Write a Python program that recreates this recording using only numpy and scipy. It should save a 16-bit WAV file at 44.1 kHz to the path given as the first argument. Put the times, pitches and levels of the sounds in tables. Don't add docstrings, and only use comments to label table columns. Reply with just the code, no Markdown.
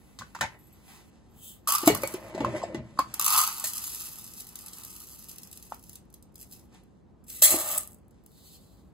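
import sys
import numpy as np
from scipy import signal
from scipy.fft import rfft, irfft, next_fast_len
from scipy.io import wavfile
from scipy.ndimage import uniform_filter1d

SR = 44100
rng = np.random.default_rng(int(sys.argv[2]) if len(sys.argv) > 2 else 0)


def generate_wav(signal):
    frames = np.transpose(np.atleast_2d(signal))
    scaled = np.clip(frames, -1, 1) * 32767
    pcm = np.round(scaled).astype(np.int16)
    wavfile.write(sys.argv[1], SR, pcm)


def attenuation_scalar(level_db):
    decades = np.asarray(level_db, float) / 20
    return 10 ** decades


N = 393930


def level(x, db=0):
    return x * attenuation_scalar(db) / np.sqrt(np.mean(x ** 2))


def joined(*levels_db):
    return 10 * np.log10(sum(attenuation_scalar(db) ** 2 for db in levels_db))


def track(tables):
    t = np.arange(N) / SR
    out = np.full(N, -140.)
    for rows in tables:
        s, db = np.transpose(rows)
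        inside = (t >= s[0]) & (t <= s[-1])
        out[inside] = np.interp(t[inside], s, db)
    return out


def swells(rows, order=1):
    t = np.arange(0, N + 32, 32) / SR
    s, db, rise, fall = np.array(rows, float).T[:, :, None]
    before = (s - t) / np.maximum(rise, .001)
    after = (t - s) / np.maximum(fall, .001)
    drop = np.where(t < s, before, after)
    total_db = joined(*np.maximum(db - 20 * drop ** order, -150))
    return np.interp(np.arange(N) / SR, t, total_db)


def sudden(rows):
    return swells([(s, db, 0, fall) for s, db, fall in rows])


def walk(rate):
    k = int(SR / rate)
    steps = np.repeat(rng.standard_normal(N // k + 1), k)
    return 1.3 * uniform_filter1d(uniform_filter1d(steps, k), k)[:N]


def clicks(rate, spread_db):
    hit = rng.random(N) < rate / SR
    size_db = spread_db * np.minimum(rng.exponential(size=N), 4.5)
    return level(hit * rng.standard_normal(N) * attenuation_scalar(size_db))


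def colour(x, points):
    hz, db = np.transpose(points)
    log_hz = np.log(np.arange(2049) * SR / 4096 + 1)
    cep = irfft(np.interp(log_hz, np.log(hz), db) * np.log(10) / 20)
    cep[1:2048] *= 2
    cep[2049:] = 0
    return signal.fftconvolve(x, irfft(np.exp(rfft(cep))))[:len(x)]


def resonate(x, peaks):
    out = 0
    for k, (hz, width, db) in enumerate(peaks):
        out = out + (-1) ** k * attenuation_scalar(db) * signal.lfilter(*signal.iirpeak(hz, hz / width, SR), x)
    return out


def slides(rows, t60=0.022):
    out = np.full(N, 1e-7)
    t = np.arange(4000) / SR
    start_s = 0.0018 * t60 / 0.022
    shape = attenuation_scalar(-2 - 60 * t / t60) * np.minimum(t / start_s, 1)
    for s, db in rows:
        out[int(s * SR):][:len(t)] += attenuation_scalar(db) * shape
    return out


# pitch in Hz, level in dB per Hz.
ROOM_TONE = [(15, -52.5), (25, -26.5), (40, -12.5), (56, -3), (80, -7.5), (212, -5.5), (384, -14.5),
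             (439, -15.5), (545, -20), (840, -23), (1190, -29), (1840, -41.5), (16000, -75.5)]
# pitch in Hz, width in Hz, level in dB.
FRIDGE = [(58.4, 29, 7), (110, 5.3, -1), (160, 49, -13), (211, 37, -1), (330, 27, -3)]


def kitchen():
    room_db = -58
    both, apart = (level(colour(rng.standard_normal(N), ROOM_TONE)) for _ in range(2))
    hum = level(resonate(rng.standard_normal(N), FRIDGE), -4.5)
    both = level((both + hum) * attenuation_scalar(.8 * walk(4)), room_db)
    return both + level(apart, room_db - 4.0) * np.array([[1], [-1]])


# peak in seconds, level in dB, seconds to rise 20 dB, seconds to fall 20 dB.
RUBS = [(.88, -62, -1.85, 0.26), (1.146, -76, 27, 1.7), (2.42, -62.5, 0.6, 0.4), (2.572, -52.5, 0.08, 0.08),
        (3.02, -64.5, -0.02, -1.5), (3.13, -63, 0.35, 3), (6.75, -71, 0.15, 0.12), (8.28, -83, 1.3, 2)]
# start in seconds, level in dB, seconds to fall 20 dB.
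GRABS = [
    (.2, -52, -0.12),
    (.42, -39, -0.1274),
]
# pitch in Hz, level in dB per Hz.
SKIN = [(470, -31.5), (800, -8), (1690, -17.5), (7820, -22), (9570, -22), (11900, -30.5), (13500, -44.5),
        (16500, -66)]


def skin():
    grip = attenuation_scalar(3 * walk(25))
    rub = level(colour(grip * clicks(rate=30000, spread_db=4.0), SKIN))
    return attenuation_scalar(joined(swells(RUBS), sudden(GRABS)) + 6.5) * rub


# peak in seconds, level in dB, seconds to rise 20 dB, seconds to fall 20 dB.
FLARES = [(.06, -80, .1, .1), (.16, -72, .03, .03), (.6, -65, .02, .1), (.64, -66, .04, .04),
          (.675, -66, .05, .04), (.735, -60, .025, .02), (1.3, -74, .01, .08), (1.48, -68, .12, .25)]


def whine():
    tone = resonate(rng.standard_normal(N), [(11900, 50, 0), (7900, 120, -12.5)])
    return attenuation_scalar(swells(FLARES)) * level(tone)


# start in seconds, peak in dB, main ring in Hz, crack in dB.
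NUDGES = [(0.188, -39.5, 1105, 9.5), (0.211, -31.5, 1060, -24), (0.219, -30, 1146, -12),
          (0.219, -32, 1470, -22), (0.349, -32, 1380, -2), (.35, -38, 1900, -13.5), (0.352, -28, 950, -19),
          (0.363, -29, 962, -21), (.389, -36, 1200, -6), (0.4097, -18.5, 1820, 1), (.411, -28, 2450, -6),
          (0.413, -22, 1360, -10.5), (.419, -21.5, 1490, -11), (0.428, -22.5, 890, -24),
          (.437, -24, 885, -18), (.448, -29, 845, -21)]
# start in seconds, peak in dB, main ring in Hz, body in dB.
BUMPS = [(1.832, -22.5, 343, 4.5), (1.873, -3, 308, 3.5), (2.032, -29, 330, 12), (2.141, -20.5, 366, -25),
         (2.347, -24, 363, -2.5), (2.378, -25, 641, -3), (2.404, -21, 292, 7), (2.745, -22, 338, 0.5)]
# start in seconds, peak in dB, main ring in Hz, crack in dB.
TAPS = [(1.687, -34, 640, -6), (1.949, -27, 1130, -12.5), (2.617, -33, 1047, -9),
        (2.997, -17.5, 1130, -24.5), (3.138, -42.5, 1250, 1.5), (3.196, -41, 1170, 2.5),
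        (3.641, -36.5, 640, 3.5), (3.641, -36, 1870, 6), (7.421, -24.5, 603, -1.5)]
# start in seconds, peak in dB, main ring in Hz.
RINGS = [(1.876, -10, 660), (1.899, -12, 421.3), (2.049, -29, 565), (2.419, -28, 474), (2.7, -34, 530),
         (7.566, -32, 330)]
# start in seconds, peak in dB, main ring in Hz, 60 dB fall in seconds.
THUDS = [(2.447, -9, 1056, 0.021), (2.583, -28.5, 630, .027), (2.628, -26, 900, 0.04),
         (2.636, -16.5, 662, 0.044), (2.975, -34, 1100, .03), (2.9902, -27, 560, .025),
         (2.99, -7, 1075, 0.039), (5.716, -42.5, 1100, .015), (5.7211, -18, 850, 0.013),
         (5.7215, -27, 1300, 0.012), (7.5405, -18.5, 325, .055), (7.541, -23, 655, .05),
         (2.034, -22, 560, .06), (2.034, -26, 1230, .03)]


def blows():
    nudges = [(s, db, hz, .027, crack, -6) for s, db, hz, crack in NUDGES]
    taps = [(s, db, hz, 0.058, crack, -10.5) for s, db, hz, crack in TAPS]
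    thuds = [(*row, -21, -4) for row in THUDS]
    bumps = [(s, db, hz, 0.063, -13, body) for s, db, hz, body in BUMPS]
    rings = [(*row, 0.085, -28, -0.5) for row in RINGS]
    return nudges + taps + thuds + bumps + rings


# pitch in Hz, level in dB.
POT_BODY = [(302, -6), (433, -12), (544, -4), (680, -6), (856, -4.5), (1153, -10), (1440, -14),
            (1840, -10.5), (2200, -6.5), (2850, -5), (3440, -11), (3838, -10.5), (4250, -9)]


def knock(main_hz, t60, crack_db, body_db):
    t = np.arange(6000) / SR
    hz, mode_db = np.transpose(POT_BODY)
    chance = rng.standard_normal(len(hz))
    fade = attenuation_scalar(-60 * t / t60)

    above = 0.18 * np.sin(2 * np.pi * 1.1 * main_hz * t)
    below = 0.19 * np.sin(2 * np.pi * 0.86 * main_hz * t)
    main = np.sin(2 * np.pi * main_hz * t) + (above + below) * fade ** 0.3

    modes = np.sin(2 * np.pi * np.outer(hz * (1 + 0.01 * chance), t)) * attenuation_scalar(-np.outer(hz, t) / 7)
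    dull_db = min(crack_db, 0)
    reach_db = .45 * dull_db * np.maximum(np.log2(hz / 1100), 0) + 2.5 * chance[::-1]
    body = attenuation_scalar(mode_db + reach_db) @ modes
    rings = (0.87 * main + 0.28 * attenuation_scalar(body_db) * body) * fade * np.minimum(t * main_hz / 1.3, 1)

    crack = rng.standard_normal(len(t)) * (attenuation_scalar(-60 * t / 0.098) + 0.73 * fade) * np.minimum(t / 0.00047, 1)
    crack_tone = [(500, -11.0), (2500, -3.5), (7000, -2.5 + .2 * dull_db), (16000, -19 + .6 * dull_db)]
    return rings + 0.56 * attenuation_scalar(crack_db) * colour(crack, crack_tone)


def knocks():
    out = np.zeros(N + 6000)
    for s, db, main_hz, t60, crack_db, body_db in blows():
        out[int(s * SR):][:6000] += attenuation_scalar(db) * knock(main_hz, t60, crack_db, body_db)
    return out[:N]


# start in seconds, level in dB, seconds to fall 20 dB.
SCUFFS = [(.19, -46, -0.08), (.349, -29, -0.425), (.41, -35, 0.12), (.868, -54, -0.42),
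          (1.835, -39.5, -0.46), (1.873, -38.5, 0.5), (2.4, -49.5, -1.4), (7.55, -50, -0.4)]
# peak in seconds, level in dB, seconds to rise 20 dB, seconds to fall 20 dB.
GRINDS = [(1.992, -48, 0.26, 0.78), (2.428, -38, 0.14, 0.46), (2.72, -47, 0.63, 0.22),
          (7.51, -38, 0.015, 0.19)]
# peak in seconds, level in dB, seconds to rise 20 dB, seconds to fall 20 dB.
SHOVES = [(.19, -50, 0.0028, 0.15), (.42, -54, 0.06, 0.15), (1.9, -35, 0.063, 0.2),
          (2.428, -34.5, 0.063, 0.16), (2.804, -43, 0.31, 0.17), (3.056, -52, 0.19, 0.11)]
# pitch in Hz, width in Hz, level in dB.
POT_WALL = [(334.4, 45, -2), (394, 16, -1), (543, 190, -4), (657.6, 70, -1)]
# pitch in Hz, width in Hz, level in dB.
SLAB = [(69.4, 90, -4), (118.7, 24, 4), (207, 78, -2.5)]


def drag():
    scuff, grind = sudden(SCUFFS), swells(GRINDS)
    grip_db = 2.5 * walk(35)
    wall_db = joined(grind, scuff - 13) + grip_db
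    rim_db = joined(scuff, grind - 4) + grip_db
    boom_db = joined(swells(SHOVES), scuff - 11, grind - 12.5) + grip_db

    rim_notes = [(960, 590, 1.5), (1130, 48, -1), (1900, 690, -6)]  # (Hz, width Hz, dB)
    wall = level(resonate(resonate(clicks(rate=700, spread_db=-4.5), POT_WALL), POT_WALL))
    rim = level(resonate(resonate(clicks(rate=970, spread_db=2.5), rim_notes), rim_notes))
    boom = level(resonate(resonate(rng.standard_normal(N), SLAB), SLAB))
    return attenuation_scalar(wall_db + 0.5) * wall + attenuation_scalar(rim_db - 3.5) * rim + attenuation_scalar(boom_db + 1.5) * boom


# start in seconds, peak in dB.
DRY_GRAINS = [(.59, -55), (.67, -55), (.73, -56), (6.742, -58), (7.775, -24), (7.7785, -12), (7.782, -12),
              (7.807, -27), (7.833, -32), (7.8746, -30), (7.91, -44.5), (7.9195, -43), (7.9314, -42.5),
              (7.945, -44), (7.985, -58), (8.0816, -58), (8.2382, -58), (8.2617, -43.5), (8.3171, -54.5)]
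# pitch in Hz, level in dB.
DRY_TONE = [(3000, -28), (6000, -15.5), (8000, -1), (12000, 1), (16000, -7)]
# peak in seconds, level in dB, seconds to rise 20 dB, seconds to fall 20 dB.
EMPTIES = [(7.77, -47, .3, .07)]
# pitch in Hz, width in Hz, level in dB.
EMPTY_AIR = [(1240, 130, 0), (690, 90, -6)]


def dry_grains():
    ticks = colour(slides(DRY_GRAINS, t60=.008) * rng.standard_normal(N), DRY_TONE)
    air = level(resonate(resonate(clicks(rate=1500, spread_db=2.5), EMPTY_AIR), EMPTY_AIR))
    return attenuation_scalar(9) * ticks + attenuation_scalar(swells(EMPTIES)) * air


# peak in seconds, level in dB, seconds to rise 20 dB, seconds to fall 20 dB.
SWISHES = [
    [(1.48, -48, 0.13, 0.1)],
    [(.91, -59, 0.12, 0.17), (1.1, -69.5, 13.5, -0.64)],
    [(8.47, -59, 0.2, 0.13), (8.55, -56, 0.09, 0.05), (8.62, -67, 0.14, 0.3)],
]
# pitch in Hz, level in dB per Hz.
SLEEVE = [
    [(1180, -57.5), (2300, -30.5), (3150, -2), (4300, -20), (5470, -16), (8510, -2.5), (9380, -13.5),
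     (11700, -1), (13200, -16.5), (15100, -2), (15800, -2.5), (16500, -33.5)],
    [(1180, -50), (2000, -8), (4160, -16), (8580, -13.5), (9380, -2.5), (10200, -9.5), (14800, -15),
     (16500, -23)],
]
# pitch in Hz, level in dB per Hz.
CUFF = [(1500, -40), (2800, -14.5), (4200, -4), (5600, -13.5), (8300, -7.5), (11500, -8.5), (14800, -9.5),
        (16500, -23)]


def sleeve():
    out = np.zeros(N)
    for sweep, cloth in zip(SWISHES, SLEEVE + [CUFF]):
        sweep_db = swells(sweep, order=2) + 1.5 * walk(40)
        out += attenuation_scalar(sweep_db) * level(colour(rng.standard_normal(N), cloth))
    return out


def pour(grain_db, ring_db, burst, grain, vessel, wall_t60, lumpy):
    clumps_db = lumpy * (2.5 * walk(35) + 3.5 * walk(120))
    t = np.arange(2048) / SR
    bright = 0
    for _ in range(3):
        rattle = (rng.standard_normal(len(t)) + 9 * (t == 0)) * attenuation_scalar(-60 * t / wall_t60)
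        rattle = colour(rattle, grain)
        flow = attenuation_scalar(grain_db + clumps_db + 2 * walk(11))
        hail = flow * clicks(rate=1300, spread_db=1.5) + burst * rng.standard_normal(N)
        bright += signal.oaconvolve(hail, rattle)[:N] / np.sqrt(3 * np.sum(rattle ** 2))
    thumps = clicks(rate=2900, spread_db=1.5)
    ring = attenuation_scalar(ring_db + 0.5 * clumps_db) * thumps
    usual = np.std(resonate(resonate(thumps[:SR], vessel), vessel))
    return bright + resonate(resonate(ring, vessel), vessel) / usual


# time in seconds, level in dB.
FLOW = [
    [(1.674, -31), (1.762, -36.5), (1.77, -46), (1.862, -37), (1.88, -29.5), (1.914, -50), (2.136, -49),
     (2.182, -61.5), (2.3, -59.5)],
    [(3.196, -46.5), (3.27, -35), (3.3, -28), (3.396, -26), (3.562, -42), (3.64, -42.5)],
    [(3.64, -45), (3.81, -49.5), (4.46, -60.5), (4.78, -47.5), (5.26, -56), (5.96, -62.5), (6.0, -92)],
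]
# peak in seconds, level in dB, seconds to rise 20 dB, seconds to fall 20 dB.
SURGES = [(3.641, -29, -0.08, 0.11), (3.735, -46, 0.15, 0.14), (3.84, -39, 0.23, .6),
          (4.41, -45, 0.47, 0.04), (5.29, -51, -1.54, 0.13), (5.6, -50.5, -0.1, -0.34),
          (6.42, -52, -0.06, 0.07), (6.53, -54.5, 0.06, 0.11)]
# start in seconds, peak in dB.
SHAKES = [(1.6735, -15), (1.6848, -16), (1.704, -14), (1.7209, -10), (1.737, -16.5), (1.7493, -12.5),
          (1.756, -17.5), (1.7815, -15), (1.8587, -18), (1.868, -17.5), (1.8746, -4.5), (1.9475, -15.5),
          (1.972, -28), (2.019, -29.5), (2.0335, -22.5), (2.0733, -22.5), (2.138, -28), (2.4464, -42),
          (2.9899, -21), (3.1394, -19), (3.1951, -12), (3.2116, -16), (3.222, -18.5), (3.243, -14.5),
          (3.249, -15.5), (3.2623, -9.5), (3.2784, -11.5), (3.303, -14), (3.311, -16), (3.324, -14),
          (3.333, -16), (3.3457, -19), (3.362, -15.5), (3.374, -22), (3.382, -14), (3.389, -15),
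          (3.402, -16), (3.413, -13.5), (3.436, -15), (3.474, -16.5), (3.526, -26.5)]
# start in seconds, peak in dB.
STRAYS = [(3.58, -30), (3.597, -21), (3.6394, -18.5), (6.8342, -57), (7.2817, -40), (7.3002, -28.5),
          (8.1077, -54.5), (8.2614, -46)]
# start in seconds, peak in dB.
SLIPS = [(3.7336, -21.5), (3.7682, -26), (3.779, -21), (3.817, -31), (3.839, -25.5), (3.9457, -25),
         (4.0196, -31), (4.1563, -36), (4.1837, -36), (4.241, -32), (4.2745, -36.5), (4.335, -33.5),
         (4.3838, -36), (4.4017, -34.5), (4.4436, -41), (4.4676, -34.5), (4.489, -35.5), (4.555, -27.5),
         (4.5883, -30), (4.6082, -37), (4.6606, -30.5), (4.6821, -30.5), (4.732, -30)]
# start in seconds, peak in dB.
TRICKLE = [(4.7828, -33), (4.8342, -30.5), (4.8476, -29), (4.9025, -38), (4.913, -39), (4.9619, -34),
           (5.0013, -33.5), (5.0257, -47), (5.0382, -43), (5.0696, -40), (5.1235, -41.5), (5.1514, -42),
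           (5.2223, -43.5), (5.2412, -37), (5.2846, -34), (5.2931, -31.5), (5.3131, -33), (5.359, -36),
           (5.3824, -30.5), (5.4318, -32), (5.4717, -39.5), (5.5126, -37), (5.5276, -32), (5.5725, -34),
           (5.6249, -35.5), (5.6518, -49.5), (5.6972, -49.5), (5.7226, -45), (5.7431, -37.5), (5.7935, -45),
           (5.8254, -44), (5.8369, -41), (5.8933, -33.5), (5.9297, -38.5), (5.9546, -32), (6.0519, -65),
           (6.1008, -53.5), (6.1257, -52), (6.1397, -37), (6.2245, -45), (6.3213, -64), (6.3417, -54.5),
           (6.3552, -35), (6.3787, -43), (6.39, -43), (6.3976, -41), (6.4026, -41), (6.412, -35),
           (6.419, -41), (6.427, -36), (6.5114, -41), (6.5213, -37), (6.5937, -46.5)]
# pitch in Hz, level in dB.
GRAIN = [(900, -26), (1900, -15), (2900, -6), (3600, -11), (4800, -2.5), (11500, 4), (15000, -0.5),
         (16500, -18)]
# pitch in Hz, width in Hz, level in dB.
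CUP = [(620, 200, -10), (920, 230, 3), (1200, 260, 8), (1414, 490, 2), (1997, 300, -2.5),
       (2970, 1100, -2.5), (4100, 340, -5), (4550, 670, -2)]


def rice_in_cup():
    empty_ring_db, fills_from_s, muffle_db_per_s = -4.5, 3.24, 6
    shakes = slides(SHAKES)
    burst = shakes + slides(SLIPS + TRICKLE + STRAYS)
    flow_db = track(FLOW)
    filling_s = np.maximum(np.arange(N) / SR - fills_from_s, 0)
    ring_db = flow_db + empty_ring_db - muffle_db_per_s * filling_s
    ring_db = joined(ring_db, 20 * np.log10(shakes) - 15)
    return pour(joined(flow_db, swells(SURGES)), ring_db, burst, GRAIN, CUP, wall_t60=0.01, lumpy=.6)


# start in seconds, peak in dB, pitch in Hz.
PINGS = [(1.6725, -21, 1190), (1.686, -22, 1140), (1.703, -28, 1150), (1.711, -27, 1170),
         (1.718, -24, 1210), (1.724, -21, 1150), (1.736, -31, 1130), (1.743, -28, 1180), (1.749, -20, 1170),
         (1.762, -31, 1180), (1.781, -30, 1210), (1.79, -35, 1150), (1.805, -34, 1130), (1.827, -34, 1170),
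         (3.195, -23, 1180), (3.222, -28, 1140), (3.246, -26, 1250), (3.263, -21, 1120), (3.279, -22, 1200),
         (3.304, -22, 1260), (3.324, -19, 1250), (3.332, -20, 1230), (3.346, -21, 1060), (3.354, -22, 1240),
         (3.373, -19, 1050), (3.381, -19, 1180), (3.388, -17, 1220), (3.406, -21, 1240), (3.412, -21, 1080),
         (3.428, -24, 1250), (3.436, -21, 1250)]


def pings():
    out = np.zeros(N + 4000)
    t = np.arange(4000) / SR
    shape = attenuation_scalar(-60 * t / .045) * np.minimum(t / .003, 1)
    for s, db, hz in PINGS:
        extra_db = -1.5 if s > 3.0 else 3
        out[int(s * SR):][:len(t)] += attenuation_scalar(db + extra_db) * shape * np.sin(2 * np.pi * hz * t)
    return out[:N]


# start in seconds, peak in dB, pitch in Hz, 60 dB fall in seconds.
TINGS = [(1.875, -22, 2270, 0.036), (1.873, -24, 3800, 0.035), (1.885, -29.5, 2890, 0.12),
         (1.9, -31, 1900, 0.084), (1.9, -38.5, 4310, 0.23), (1.961, -44, 1437, 0.15),
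         (2.034, -26.5, 2270, 0.028), (2.039, -40, 4420, 0.078), (2.746, -42, 1990, 0.05),
         (2.988, -25.5, 4530, 0.021), (3.646, -35.5, 4250, 0.1), (3.645, -34, 6700, 0.14),
         (3.642, -29, 8100, 0.14), (3.67, -39, 7500, .12), (3.845, -42, 6833, 0.22),
         (2.632, -43.5, 5000, .05), (2.632, -40.5, 7600, .05)]


def tings():
    out = np.zeros(N + 9000)
    t = np.arange(9000) / SR
    for s, db, hz, t60 in TINGS:
        pair = np.sin(2 * np.pi * hz * t) + .4 * np.sin(2 * np.pi * 1.013 * hz * t)
        out[int(s * SR):][:len(t)] += attenuation_scalar(db - 60 * t / t60) * pair * np.minimum(t / 0.0011, 1)
    return out[:N]


# time in seconds, level in dB.
DUMP = [
    [(7.26, -71), (7.286, -47.5), (7.415, -44.5)],
    [(7.421, -30), (7.661, -34.5), (7.775, -33.5), (7.79, -45), (7.95, -67), (7.97, -96.5)],
]
# start in seconds, peak in dB.
SPLASHES = [(7.239, -50), (7.4165, -20), (7.4205, -3.5), (7.4235, -6), (7.433, -4), (7.438, -4),
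            (7.442, -4), (7.447, -7), (7.454, -8), (7.461, -11), (7.475, -12), (7.49, -15), (7.505, -10),
            (7.51, -13), (7.52, -16), (7.558, -17.5), (7.7376, -32)]
# pitch in Hz, level in dB.
HEAP = [(900, -43), (2000, -8), (3300, -8.5), (4300, -10), (5400, -7), (6800, -4.5), (8000, 3),
        (11500, 3.5), (15000, -0.5), (16500, -12.5)]
# pitch in Hz, width in Hz, level in dB.
POT_AIR = [(627, 120, 3.5), (866, 90, 6.5), (1168, 140, 1), (1890, 120, -2.5), (2850, 150, -4.5),
           (3400, 100, -2.5), (900, 480, -2.5)]
# pitch in Hz, width in Hz, level in dB.
POT_SHINE = [(4220, 35, -3.5), (6590, 55, -3), (7150, 160, -4.5), (8170, 130, 1), (10750, 80, -2)]


def rice_in_pot():
    crash_s = 7.421
    slide_db = track(DUMP)
    crash_db = swells([(crash_s, -24, 0, 0.2)], order=2)
    ring_db = np.where(np.arange(N) / SR > crash_s, slide_db - 9, -140)
    shine = attenuation_scalar(crash_db - 5.5) * level(resonate(rng.standard_normal(N), POT_SHINE))
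    return shine + pour(joined(slide_db, crash_db), ring_db, slides(SPLASHES), HEAP, POT_AIR,
                        wall_t60=0.044, lumpy=.45)


def echo(points):
    t = np.arange(20000) / SR
    tail = rng.standard_normal(len(t)) * attenuation_scalar(-60 * t / 0.19) * (t > .003)
    return colour(tail / np.sqrt(np.sum(tail ** 2)), points)


# pitch in Hz, half turns by which the left one leads.
PORTS = [(0, 0), (1500, -.1), (1900, .45), (2500, 1.45), (3360, 1.42), (3800, 2), (4600, 1.9), (5600, 1.2),
         (8600, 2.55), (9400, 3), (11300, 4), (13350, 5), (14600, 6), (17000, 6)]
# pitch in Hz, dB by which the left one is louder.
LEAN = [(200, 1.2), (800, 1), (2200, -2), (6000, 0)]


def microphones(heard):
    size = next_fast_len(N + 4096)
    hz = np.arange(size // 2 + 1) * SR / size
    turn = np.exp(.5j * np.pi * np.interp(hz, *np.transpose(PORTS)))
    lean_hz, lean_db = np.transpose(LEAN)
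    turn = turn * attenuation_scalar(np.interp(np.log(hz + 1), np.log(lean_hz), lean_db) / 2)
    spectrum = rfft(heard, size)
    return np.array([irfft(spectrum * turn, size), irfft(spectrum / turn, size)])[:, :N]


# pitch in Hz, level in dB.
TILES = [(100, -13), (1000, -10), (2500, -8.5), (6000, -5.5), (15000, -15.5)]
# pitch in Hz, level in dB.
CORNERS = [(100, -16), (1100, -9), (2000, 1.5), (6000, -4.5), (15000, -9.5)]


def scene():
    near = skin() + whine() + knocks() + drag() + dry_grains() + sleeve()
    near = near + rice_in_cup() + pings() + tings() + rice_in_pot()
    heard = near + attenuation_scalar(-17.5) * signal.fftconvolve(near, echo(TILES))[:N]
    wide = np.array([signal.fftconvolve(near, echo(CORNERS))[:N] for _ in range(2)])
    return microphones(heard) + attenuation_scalar(-1) * wide + kitchen()


def top_cut(x):
    return signal.sosfilt(signal.butter(12, 16970, fs=SR, output="sos"), x)


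# low edge in Hz, high edge in Hz, share of the time.
STARVED = [(9000, 9750, .995), (8800, 10200, .35), (12800, 13750, .995), (12600, 14100, .4),
           (5250, 5500, .14), (4900, 5200, .05), (3600, 3900, .16), (3200, 3400, .18), (2400, 2750, .14),
           (2800, 3000, .07), (4000, 4200, .06), (5900, 6200, .05), (15800, 17500, .92)]


def record(dry):
    firm = signal.sosfilt(signal.butter(4, 44, "high", fs=SR, output="sos"), dry)
    firm = 0.88 * np.tanh(firm / 0.79)
    firm = signal.sosfilt(signal.ellip(8, .2, 70, 16800, fs=SR, output="sos"), firm)

    hz, _, mid = signal.stft(firm.mean(0), SR, nperseg=1024)
    frames = mid.shape[1]
    lost = np.zeros(mid.shape, bool)
    for low, high, share in STARVED:
        empty = np.repeat(rng.random(frames // 4 + 1) < share, 4)[:frames]
        lost |= np.outer((hz > low) & (hz < high), empty)
    treble = np.sum(np.abs(mid[hz > 5000]) ** 2, axis=0)
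    lost[:, treble > 8 * np.roll(treble, 2)] = False
    missing = signal.istft(mid * lost, SR, nperseg=1024)[1][:N]
    return top_cut(firm - missing)


dry = scene()
out = record(dry)
generate_wav(out)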